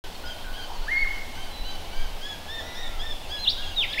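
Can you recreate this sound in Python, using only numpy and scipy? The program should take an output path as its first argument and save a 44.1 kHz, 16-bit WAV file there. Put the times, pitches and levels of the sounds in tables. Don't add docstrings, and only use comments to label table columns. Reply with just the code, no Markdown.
import sys
import numpy as np
from scipy import signal
from scipy.io import wavfile
from scipy.ndimage import uniform_filter1d

SR = 44100
rng = np.random.default_rng(int(sys.argv[2]) if len(sys.argv) > 2 else 0)


def put_to_file(sound):
    columns = np.atleast_2d(sound).T
    safe = np.clip(columns, -1, 1)
    whole_steps = np.round(safe * 32767)
    wavfile.write(sys.argv[1], SR, whole_steps.astype(np.int16))


N = 176400
T = np.arange(N) / SR


def from_db(db):
    return 10 ** (np.asarray(db) / 20)


def rms_one(x):
    return x / np.sqrt(np.mean(x ** 2) + 1e-20)


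def at_hz(points, hz):
    freqs, values = np.transpose(points)
    return np.interp(np.log(hz), np.log(freqs), values)


def drift(rate_hz):
    step, warm_up = 40, 2000
    pole = np.exp(-2 * np.pi * step * rate_hz / SR)
    noise = rng.standard_normal(N // step + warm_up + 2)
    slow = signal.lfilter([1], [1, -2 * pole, pole * pole], noise)[warm_up:]
    return np.interp(np.arange(N) / step, np.arange(len(slow)), rms_one(slow))


def band_pass(x, low, high):
    return signal.sosfilt(signal.butter(2, [low, high], "band", fs=SR, output="sos"), x)


def band_noise(low, high):
    return rms_one(band_pass(rng.standard_normal(N + SR), low, high)[SR:])


def gate(start, length, attack, release):
    fade_in = np.sin(np.pi / 2 * np.clip((T - start) / attack, 0, 1))
    fade_out = np.sin(np.pi / 2 * np.clip((start + length - T) / release, 0, 1))
    return fade_in * fade_out


# f/Hz, relative level/dB
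AIR_SPECTRUM = [(25, -18), (50, -5.5), (72, -0.5), (100, -3.5), (125, -10), (250, -7), (350, -10),
                (550, -7.5), (830, -4.5), (1150, -14.5), (1600, -16.5), (2300, -15), (3200, -12),
                (4500, -16.5), (6300, -23.5), (8000, -26), (15500, -29.5)]
def air():
    edges, murmur = np.geomspace(28, 18000, num=29), 0
    for low, high in zip(edges, edges[1:]):
        band = band_noise(low, high) * np.sqrt(high - low)
        flicker_db = 0.72 * drift(3.6)
        murmur += band * from_db(at_hz(AIR_SPECTRUM, np.sqrt(low * high)) + flicker_db)
    return from_db(-41) * rms_one(murmur)


# t/s, level/dB
DRONE_LEVELS = [(0, -52.5), (.9, -52), (1.25, -48), (2.4, -57), (3.1, -47.5), (4, -48.5)]
def drone(centre_hz=72.7, width_hz=18.4):
    times, db = np.transpose(DRONE_LEVELS)
    rumble = band_noise(centre_hz - width_hz / 2, centre_hz + width_hz / 2)
    return from_db(np.interp(T, times, db)) * rumble


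# t/s, level/dB
GUSTS = [(0, -33), (.39, -36.5), (.48, -25.5), (.62, -39), (.8, -25.5), (.98, -32), (1.09, -22), (1.2, -34),
         (1.532, -29), (1.611, -21), (1.8, -36.5), (2.06, -22), (2.2, -34), (2.45, -41.5), (2.88, -27.5),
         (3.05, -26.5), (3.3, -36), (4, -29)]
def wind():
    times, db = np.transpose(GUSTS)
    buffeting = from_db(np.interp(T, times, db)) * band_noise(8.8, 19.8)
    return signal.sosfilt(signal.butter(2, 42, fs=SR, output="sos"), buffeting)


# f/Hz, time to fade by 60 dB/s
ECHO_FADES = [(800, 0.87), (2100, 1), (3500, 1), (6000, 0.49)]
def trees(x, early_db, early_fade_s, tail_db):
    t = T[:SR] - 0.0044
    build_up = np.clip(t / (early_fade_s / 10), 0, 1)
    early = rng.standard_normal(SR) * build_up * from_db(-60 * np.abs(t) / early_fade_s)
    edges, tail = np.geomspace(400, 12800, num=6), 0
    for low, high in zip(edges, edges[1:]):
        band = band_pass(rng.standard_normal(SR), low, high)
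        tail += band * from_db(-60 * np.abs(t) / at_hz(ECHO_FADES, np.sqrt(low * high)))
    tail *= np.clip(t / 0.044, 0, 1)
    echoes = (from_db(early_db) * rms_one(early) + from_db(tail_db) * rms_one(tail)) / np.sqrt(SR)
    return x + signal.fftconvolve(x, echoes)[:N]


# t/s, length/s, centre f/Hz, width/Hz, relative level/dB
CROAK_CALLS = [(0.675, 0.098, 900, 218, -38), (2.598, .045, 673.5, 332, -37.5)]
def croaks(rattle_hz=59.9, rattle_depth=0.41, fade_s=0.011):
    puffs = 0
    for start, length, hz, width, db in CROAK_CALLS:
        breath = band_noise(hz - width / 2, hz + width / 2)
        puffs += from_db(db) * gate(start, length, fade_s, fade_s) * breath
    rattle = 1 + rattle_depth * np.sin(2 * np.pi * rattle_hz * T)
    return rattle * puffs


def bird_voice(hz, gain, harmonics_db):
    sound, on = np.zeros(N), gain > 0
    phase = 2 * np.pi * np.cumsum(hz[on]) / SR
    tone = sum(from_db(db) * np.sin(k * phase) for k, db in enumerate(harmonics_db, 1))
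    sound[on] = np.sqrt(2) * gain[on] * tone
    return sound


# t/s, length/s, first f/Hz, middle f/Hz, last f/Hz, relative level/dB
FAR_NOTES = [(0.145, .025, 4500, 4330, 4280, -46), (0.236, 0.073, 1452, 1446, 1482, -42),
             (0.255, 0.029, 5160, 5000, 4870, -43), (0.438, 0.084, 1668, 1482, 1497, -43.5),
             (.575, 0.053, 1515, 1486, 1450, -49), (0.599, .07, 3850, 4470, 4700, -49),
             (.725, 0.073, 4910, 4470, 4020, -49.5), (0.953, 0.076, 4600, 4370, 4650, -43.5),
             (1.511, 0.15, 4032, 3978, 4016, -45.5), (1.618, 0.099, 3994, 3990, 3960, -42),
             (1.853, 0.23, 2246, 2300, 2233, -51.5), (2.558, 0.33, 1860, 1997, 1875, -48),
             (2.62, 0.28, 3700, 3854, 3797, -48), (2.62, 0.21, 5620, 5730, 5890, -53),
             (2.629, .37, 1423, 1417, 1310, -51.5), (2.83, 0.17, 2220, 2170, 2019, -52.5),
             (3.228, 0.041, 2867, 2697, 2600, -46), (3.363, 0.031, 2944, 2800, 2680, -44),
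             (3.617, .035, 2950, 2820, 2724, -39), (3.715, 0.033, 2910, 2803, 2680, -42),
             (3.541, 0.33, 1410, 1449, 1342, -54.5)]
def far_notes(waver=0.0052, fade_s=0.0071):
    notes, wobble = 0, 1 + waver * drift(50)
    for start, length, first, middle, last, db in FAR_NOTES:
        bend = np.polyfit([0, .5, 1], [first, middle, last], 2)
        pitch = np.polyval(bend, np.clip((T - start) / length, 0, 1))
        gain = from_db(db) * gate(start, length, fade_s, fade_s)
        notes += bird_voice(pitch * wobble, gain, harmonics_db=[1.5, -35])
    return notes


def glide(curve, harmonics_db, waver):
    times, hz, db = np.transpose(curve)
    pitch = uniform_filter1d(np.interp(T, times, hz), size=260) * (1 + waver * drift(73))
    fades = gate(times[0] - .002, times[-1] - times[0] + 0.0087, attack=.004, release=0.0023)
    return bird_voice(pitch, from_db(np.interp(T, times, db)) * fades, harmonics_db)


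# t/s, f/Hz, relative level/dB
WHISTLE_PATH = [(.87, 1188, -37), (.877, 1380, -45), (.883, 1680, -28.5), (.895, 1833, -27),
                (.908, 2026, -32), (.92, 2123, -22.5), (.962, 2130, -24.5), (.985, 2185, -24),
                (1.01, 2229, -28.5), (1.03, 2160, -24), (1.042, 2048, -35), (1.05, 1655, -37),
                (1.058, 1175, -45.5), (1.085, 980, -50)]
def whistle():
    return glide(WHISTLE_PATH, harmonics_db=[-1, -29], waver=0.0028)


# t/s, f/Hz, relative level/dB
CHIRP_PATHS = [
    [(3.365, 4020, -57), (3.39, 4080, -38.5), (3.425, 4146, -36.5), (3.441, 4130, -29.5), (3.45, 3663, -29),
     (3.457, 2925, -35), (3.463, 2670, -31.5), (3.472, 3140, -25.5), (3.481, 3640, -14), (3.49, 4050, -23),
     (3.501, 4780, -26.5), (3.509, 5600, -35), (3.518, 5600, -41)],
    [(3.76, 3950, -40), (3.772, 3813, -27.5), (3.793, 3644, -20.5), (3.803, 3510, -25), (3.822, 3020, -25),
     (3.84, 2296, -27.5), (3.849, 1990, -32), (3.856, 1800, -52)],
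    [(3.924, 5100, -50), (3.934, 3844, -29.5), (3.94, 2630, -34.5), (3.946, 2050, -34), (3.95, 1757, -46)],
    [(3.972, 1800, -37), (3.979, 2000, -27.5), (3.988, 2400, -26), (3.995, 2980, -29), (4.0, 3455, -11.5)],
]
def chirps(top_hz=5330):
    swoops = sum(glide(path, harmonics_db=[0.5, -19], waver=0.0027) for path in CHIRP_PATHS)
    return signal.sosfilt(signal.butter(8, top_hz, fs=SR, output="sos"), swoops)


# f/Hz, level/dB
THROAT = [(1350, -5), (1750, -7.5), (2900, -2.5), (3400, 2), (3900, -2), (4700, -8.5), (5400, -12.5),
          (6300, -15.5), (7400, -25), (9000, -29)]
# t/s, length/s, top f/Hz, relative level/dB, overtone boost/dB, rasp/share of pitch
NASAL_CALLS = [(-.02, 0.1, 1550, -41, -11, 0.017), (.235, .11, 1608, -43.5, -1, 0.013),
               (0.519, .14, 1608, -45, 2, .02), (.81, 0.14, 1537, -42.5, -3.5, 0.018),
               (1.074, 0.13, 1552, -46, -1, 0.023), (1.341, 0.15, 1568, -43.5, -1, 0.014),
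               (1.63, .14, 1556, -45, 0.5, .01), (1.91, 0.17, 1594, -43.5, 0, 0.02),
               (2.206, 0.15, 1711, -38.5, -2, 0.0073), (2.472, 0.15, 1822, -36, -3.5, 0.0083),
               (2.739, .15, 1864, -38.5, -1.5, 0.01007), (2.988, 0.15, 1792, -39, 0.5, 0.0081),
               (3.286, 0.13, 1692, -37.5, -1.5, 0.0057), (3.561, .165, 1668, -41, -2, 0.019),
               (3.885, 0.14, 1754, -36.5, -3, .01)]
def nasal_calls(rise=.15, fall=0.0775, waver=0.00594, flutter_db=3):
    hz = np.full(N, 1000.)
    gain, boost_db, rasp = np.zeros((3, N))
    for start, length, top_hz, db, call_boost_db, call_rasp in NASAL_CALLS:
        on = (T >= start) & (T < start + length)
        position = 2 * (T[on] - start) / length - 1
        sag = np.where(position < 0, rise, fall) * np.abs(position) ** 2.4
        hz[on], boost_db[on], rasp[on] = top_hz * (1 - sag), call_boost_db, call_rasp
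        gain += from_db(db) * gate(start, length, attack=0.023, release=0.013)
    wobble = 1 + waver * drift(24) + rasp * drift(185)
    phase = 2 * np.pi * np.cumsum(hz * wobble) / SR
    voice = 0
    for k in range(1, 5):
        harmonic_db = at_hz(THROAT, k * hz) + boost_db * (k > 1) + flutter_db * drift(16.5)
        voice += from_db(harmonic_db) * np.sin(k * phase)
    return np.sqrt(2) * gain * voice


def scene():
    whistler = trees(whistle(), early_db=-11, early_fade_s=0.59, tail_db=-8.5)
    near = trees(chirps(), early_db=-7, early_fade_s=0.096, tail_db=-14.5)
    caller = from_db(-2.5) * trees(nasal_calls(), early_db=-7.5, early_fade_s=0.15, tail_db=-13)
    far = from_db(-3.5) * trees(far_notes() + croaks(), early_db=-7.5, early_fade_s=0.12, tail_db=-10)
    return (whistler + near + caller + far + air() + drone() + wind())[None]


def record(dry):
    start_s, cutoff_hz = .039, 15720
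    running = gate(start_s, N / SR - start_s, attack=.001, release=.002)
    return signal.sosfilt(signal.ellip(12, .1, 90, cutoff_hz, fs=SR, output="sos"), dry * running)


dry = scene()
out = record(dry)
put_to_file(out)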